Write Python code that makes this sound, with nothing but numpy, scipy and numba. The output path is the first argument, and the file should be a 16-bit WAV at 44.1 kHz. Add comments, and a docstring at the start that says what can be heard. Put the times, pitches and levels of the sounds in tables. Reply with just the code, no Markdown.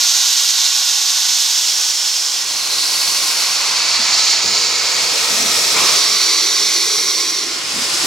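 """A loud hiss of steam comes first: a locomotive a dozen metres away creeps out of a station.
Its drain cocks (valves that blow water out of the cylinders) are open. Each piston stroke hands the
blast to another cock, and each jet takes its own tone from the track stones and the platform.
Under the hiss, wheels rumble, steam howls in a pipe at a mostly sinking pitch, loose rods and
axleboxes knock hollowly, and slow puffs leave the chimney."""
import sys
import numpy as np
from scipy import signal
from scipy.fft import rfft, irfft, next_fast_len
from scipy.io import wavfile
from numba import njit

SR = 44100
rng = np.random.default_rng(int(sys.argv[2]) if len(sys.argv) > 2 else 0)


def master(y):
    """Save y as 16-bit WAV."""
    cut = np.clip(np.atleast_2d(y).T, -1, 1)
    pcm = np.round(cut * 32767)  # scale
    wavfile.write(sys.argv[1], SR, pcm.astype(np.int16))


N = 355446
TIME = np.arange(N) / SR
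FFT_SIZE = next_fast_len(N, True)
FREQ = np.maximum(np.arange(FFT_SIZE // 2 + 1) * SR / FFT_SIZE, 1)

# how the two sides differ: f/Hz, left minus right/dB, left phase lead/rad, scattered sound/dB
STEREO = [(30, 0, 0, -14), (100, -0.58, 0.11, -21), (300, -1, -0.29, -25), (696, -1.7, 0.37, -10),
          (1100, 0, 0.12, -16.5), (2220, 2, 0.18, -6.5), (2600, -1, 0.52, -8), (4270, -2.5, 0.13, -12),
          (5540, -4.5, 0.52, -10), (6700, -1, 0.77, -14), (9100, -2, 1, -20), (9600, 3.5, -0.043, -5.5),
          (12000, 4, -0.86, -16), (15000, -0.5, -0.23, -19)]
# tone of the wheel rumble: f/Hz, level/dB
RUMBLE_TONE = [(25, -31), (50, -14), (100, -4), (160, 0.5), (230, -4.5), (310, 3.5), (550, 1.5), (800, -15),
               (1500, -42)]
# rise and fall of the rumble: t/s, relative level/dB
RUMBLE_LEVEL = [(0, -61), (2.1, -59), (2.55, -50.5), (3.1, -48), (4.7, -49.5), (5.75, -42.5), (6.15, -50.5),
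                (7.35, -52.5), (7.7, -43.5)]
# pitch of the howling pipe: t/s, f/Hz
HOWL_PITCH = [(4.4, 435), (5.15, 486), (6.3, 386), (6.95, 405), (7.55, 338)]
# knocks of rods and axleboxes: t/s, level/dB, boom f/Hz, thud compared with boom/dB
KNOCKS = [(3.96, -43, 240, 2), (4.42, -40, 198, 5.5), (4.93, -46, 203, -12), (5.29, -35.5, 225, -2),
          (5.38, -33, 229, -16), (6.06, -47, 203, -7), (6.58, -42, 236, -13), (6.95, -47, 205, -13),
          (7.26, -50, 204, -12), (7.72, -35.5, 231, -14), (8.02, -26, 334, -1)]
# tone of a knock's dull thud: f/Hz, level/dB
THUD_TONE = [(35, -18), (80, 4), (130, -3), (300, 2), (600, 3), (1500, -10)]
# puffs from the chimney: t/s, level/dB
PUFFS = [(2.45, -46), (3.9, -39), (5.715, -18), (7.68, -37)]
# tone of a puff: f/Hz, level/dB
PUFF_TONE = [(40, -26), (90, -12), (200, -6), (300, -4.5), (480, 3), (700, -4), (1100, 8.5), (1700, -5),
             (2400, 6), (4500, -13), (9000, -26)]
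# tone of a steam jet in open air: f/Hz, level/dB
JET_TONE = [(120, -46), (230, -46.5), (320, -30), (600, -18), (950, -14.5), (1700, -13), (3000, -9),
            (4200, 2.5), (5500, 4.5), (7000, -1.5), (9000, -11.5), (12000, -16), (15500, -23.5)]
# peaks and dips that nozzle and ground give each of the seven jets: f/Hz, width/Hz, level/dB
JET_1 = [(570, 155, -5.5), (790, 130, 3.5), (1110, 68, 6), (1256, 55, -7), (1440, 88, 5), (3500, 590, 4.5),
         (6500, 750, 3.5), (12800, 1100, 6.5), (15500, 700, -5)]
JET_2 = [(960, 120, 4), (1470, 67, 3), (3280, 450, 5), (3850, 100, 0), (6300, 1900, 4.5), (13000, 1000, 3)]
JET_3 = [(1020, 150, 4.5), (1780, 120, -6.5), (3080, 500, -1), (4380, 230, 4), (11100, 1600, 2.5)]
JET_4 = [(910, 220, 4.5), (1320, 62, 7), (2230, 290, 4.5), (4380, 670, 4), (6920, 490, 4.5),
         (9000, 840, -2.5)]
JET_5 = [(1274, 49, 8), (1650, 580, -5), (2870, 340, -5.5), (5880, 260, -0.5), (8000, 720, 1)]
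JET_6 = [(660, 90, -2), (1130, 120, 6), (1760, 59, -8), (2130, 260, 4), (2860, 320, -4.5),
         (4270, 1500, 3.5), (5060, 150, -7.5), (5820, 240, 4), (10970, 800, 3.5)]
JET_7 = [(1280, 400, 1.5), (1700, 200, -3.5), (2470, 550, -2), (4960, 250, 1), (8700, 1900, 3),
         (14500, 3400, -2)]
# jets in turn: t/s, handover/s, off-centre factor, scatter factor, left minus right/dB, peaks and dips
TURNS = [(-0.5, 0.078, 0.61, 0.64, -0.6, JET_1), (1.53, 0.6, 0.67, 0.74, 0, JET_2),
         (2.5, 0.33, 0.98, 1.12, 0.5, JET_3), (4, 0.51, 0.95, 0.85, 0, JET_4),
         (5, 0.41, 0.66, 1.5, 1, JET_5), (6, 0.34, 1.46, 0.64, 0, JET_6),
         (7.5, 0.29, 0.38, 1.8, 1.5, JET_7)]
# low roar of the steam cloud: t/s, level/dB
ROAR_LEVEL = [(0, -27.5), (2.3, -30.5), (3.3, -26), (4.1, -23), (4.55, -25.5), (5.3, -23), (5.9, -23.5),
              (7.55, -29.5), (8.06, -25)]
# hiss of the jet's core, which follows the cylinder pressure: t/s, relative level/dB
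HISS_LEVEL = [(0.06, -13.5), (0.68, -15), (1.63, -15.5), (2.36, -18.5), (2.45, -21), (2.67, -19),
              (2.73, -16.5), (3.66, -17.5), (4.31, -13.5), (4.41, -17.5), (4.57, -15), (5.08, -18.5),
              (5.79, -15.5), (5.83, -13.5), (5.9, -14.5), (7.18, -16.5), (7.6, -24), (8.0, -18.5)]
# gushes of water, about one per piston stroke: middle t/s, length/s, spray level/dB
GUSHES = [(.2, 0.68, -29), (1.45, 1.56, -30), (3.13, 0.72, -28), (5.616, 0.9, -28), (6.8, 0.92, -32.5),
          (8.1, 0.55, -29)]
# breathy whistles at the nozzle: middle t/s, length/s, f/Hz, level compared with hiss/dB
WHISTLES = [(.05, 0.55, 6300, -12), (2.15, .55, 5290, -7), (2.72, .18, 4160, -1), (2.95, 0.26, 4610, -4),
            (3.95, .4, 4400, -8), (4.83, 0.56, 4730, -6.5), (5.47, .18, 5780, -5), (6.202, .3, 4550, -5),
            (7.13, 0.42, 5620, -6), (7.72, .45, 4950, -5)]


def undb(db):
    """Turn decibels into a gain."""
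    return 10 ** (np.asarray(db) / 20)


def over_time(rows):
    """Join (time, value) points into one value per sample."""
    return np.interp(TIME, *np.transpose(rows))


def over_freq(rows):
    """Join each column's points into a curve along a log-frequency axis."""
    hz, *columns = np.transpose(rows)
    return [np.interp(np.log(FREQ), np.log(hz), column) for column in columns]


def white():
    """The spectrum of fresh white noise."""
    return rfft(rng.standard_normal(FFT_SIZE))


def stereo_noise(off_centre=1, scatter=1, pan_db=0):
    """A left and right noise spectrum: one direct wave plus reflections from the station."""
    tilt_db, lead, scatter_db = over_freq(STEREO)
    sides = np.array([[1], [-1]])
    direction = undb(sides * (tilt_db + pan_db) / 2) * np.exp(.5j * sides * lead * off_centre)
    return direction * (white() + sides * scatter * undb(scatter_db) * white())


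def to_wave(spectrum):
    """Turn a stereo spectrum into a wave; the average of its two sides has strength (rms) 1."""
    wave = irfft(spectrum, FFT_SIZE)[:, :N]
    return wave / np.std(wave.mean(axis=0))


def shaped_noise(tone):
    """Steady stereo noise with the given tone."""
    return to_wave(stereo_noise() * undb(over_freq(tone)[0]))


def wander(rate_hz):
    """A smooth random wobble of typical size 1, mostly slower than rate_hz."""
    wobble = irfft(white() / (1 + (FREQ / rate_hz) ** 4), FFT_SIZE)[:N]
    return wobble / np.std(wobble)


def swell(start, rise_s, decay_s):
    """A loudness curve that builds smoothly and dies away."""
    age = TIME - start
    attack = np.sin(np.pi / 2 * np.clip(age / rise_s, 0, 1)) ** 2
    return attack * np.exp(-np.maximum(age - rise_s, 0) / decay_s)


def arch(middle, length, squareness=2):
    """A hump that stays above half power for its length; squareness 2 is a bell, more is flatter."""
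    return .5 ** (.5 * np.abs(2 * (TIME - middle) / length) ** squareness)


@njit
def resonate(x, hz, width_hz):
    """A filter that lets through a band around a moving pitch."""
    out, band_state, low_state = np.empty(len(x)), 0., 0.
    for i in range(len(x)):
        step, damping = np.tan(np.pi * hz[i] / SR), width_hz / hz[i]
        band = (band_state + step * (x[i] - low_state)) / (1 + step * (step + damping))
        band_state = 2 * band - band_state
        low_state += 2 * step * band
        out[i] = damping * band
    return out


def wheel_rumble(boost_db=5, uneven_db=1):
    """Steel wheels grind slowly along uneven rail."""
    return shaped_noise(RUMBLE_TONE) * undb(over_time(RUMBLE_LEVEL) + boost_db + uneven_db * wander(15))


def pipe_howl(start_s=4.38, end_s=7.68, rise_s=0.058, release_s=0.21, width_hz=130., growth_db_per_s=.7):
    """Rushing steam makes a pipe ring; the broad note wavers and sinks as it slowly gets louder."""
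    hz = over_time(HOWL_PITCH) * (1 + 0.028 * wander(8.1))
    flow = to_wave(stereo_noise())
    howl = np.array([resonate(resonate(side, hz, width_hz), hz, width_hz) for side in flow])
    level_db = -38 + growth_db_per_s * (TIME - start_s) + 0.3 * wander(5.6)
    fade = np.clip((TIME - start_s) / rise_s, 0, 1) * np.clip((end_s - TIME) / release_s, 0, 1)
    return howl / np.std(howl) * undb(level_db) * fade


def gear_knocks(boom_width_hz=38, rise_s=0.037):
    """Rods and axleboxes take up their slack: a dull thud, and the hollow metal plates boom."""
    thud_noise = shaped_noise(THUD_TONE)
    shake, out = stereo_noise(), 0
    for start, db, hz, thud_db in KNOCKS:
        ringing = to_wave(shake / (1 + ((FREQ - hz) / boom_width_hz) ** 2))
        boom = ringing * swell(start, rise_s, decay_s=0.084)
        thud = undb(thud_db) * thud_noise * swell(start, rise_s, decay_s=0.19)
        out = out + undb(db) * (boom + thud)
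    return out


def chimney_puffs():
    """Each puff is a soft-edged gust of used steam going up the chimney."""
    gusts = sum(undb(db) * swell(start, rise_s=0.074, decay_s=0.18) for start, db in PUFFS)
    return gusts * shaped_noise(PUFF_TONE)


def nozzle_whistles(hiss, width_hz=240., sag_hz_per_s=430):
    """The jet half-sings on the cock's edge; notes sag with the pressure and take power from the hiss."""
    flow = to_wave(stereo_noise(scatter=0.78))
    out, power = hiss, 1
    for middle, length, hz, db in WHISTLES:
        pitch = hz - sag_hz_per_s * np.clip(TIME - middle, -length, length)
        note = np.array([resonate(side, pitch, width_hz) for side in flow])
        gain = undb(db) * arch(middle, length)
        out = out + gain * note / np.std(note)
        power = power + gain ** 2
    return out / np.sqrt(power)


def near_echoes(steam, count=12, gain=.075):
    """Frames, rails and platform wall echo the jet; the delays drift as the engine moves."""
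    delays_s = rng.uniform(.0015, .009, count)
    drifts = rng.uniform(-.00025, .00025, count)
    echoes = 0
    for delay, drift in zip(delays_s, drifts):
        earlier = TIME - delay - drift * (TIME - TIME.mean())
        echoes = echoes + np.array([np.interp(earlier, TIME, side, 0, 0) for side in steam])
    return (steam + gain * echoes) / np.sqrt(1 + count * gain ** 2)


def steam_jets(roar_edge_hz=2900, spray_edge_hz=8500):
    """Jets take over from one another; their noise comes back as low, middle and high bands."""
    jet_db, = over_freq(JET_TONE)
    low = 1 / (1 + (FREQ / roar_edge_hz) ** 16)
    high = 1 / (1 + (spray_edge_hz / FREQ) ** 20)
    filters = np.sqrt([low, np.clip(1 - low - high, 0, 1), high])
    opened = [.5 + .5 * np.tanh(2 * (TIME - start) / handover) for start, handover, *_ in TURNS] + [0]
    bands = np.zeros((3, 2, N))
    for k, (_, _, off_centre, scatter, pan_db, peaks) in enumerate(TURNS):
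        peaks_db = sum(db * np.exp(-((FREQ - hz) / width) ** 2) for hz, width, db in peaks)
        jet = stereo_noise(off_centre, scatter, pan_db) * undb(jet_db + peaks_db)
        share = np.sqrt(np.maximum(opened[k] - opened[k + 1], 0))  # fades as the next cock opens
        bands += share * np.array([to_wave(jet * band) for band in filters])
    return bands


def drain_cocks(hiss_trim_db=-0.7, dry_spray_db=-21.5, flutter_db=0.37, surge_db=0.38, spit_db=0.2):
    """Escaping steam: its cloud roars, its core hisses and its water drops make a fine spray."""
    roar, hiss, spray = steam_jets()
    hiss = nozzle_whistles(hiss)
    roar_gain = undb(over_time(ROAR_LEVEL))
    hiss_gain = undb(over_time(HISS_LEVEL) + hiss_trim_db)
    gush_power = sum((undb(db) * arch(t, length, squareness=2.36)) ** 2 for t, length, db in GUSHES)
    spray_gain = np.sqrt(gush_power + (hiss_gain * undb(dry_spray_db)) ** 2)
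    layers = (roar * roar_gain, hiss * hiss_gain, spray * spray_gain)
    # swirls shake each layer on its own; slugs of water make the whole jet surge and spit
    steam = sum(layer * undb(flutter_db * wander(30)) for layer in layers)
    return near_echoes(steam) * undb(surge_db * wander(23) + spit_db * wander(110))


def scene():
    """The whole locomotive: the steam jets on top of four quieter sounds."""
    return drain_cocks() + chimney_puffs() + gear_knocks() + wheel_rumble() + pipe_howl()


def record(dry, ceiling=.97, top_hz=15850):
    """Round off the very highest peaks and steeply cut the top of the treble."""
    rounded = dry / (1 + (dry / ceiling) ** 12) ** (1 / 12)
    return signal.sosfilt(signal.ellip(12, .1, 80, top_hz, fs=SR, output="sos"), rounded)


dry = scene()
out = record(dry)
master(out)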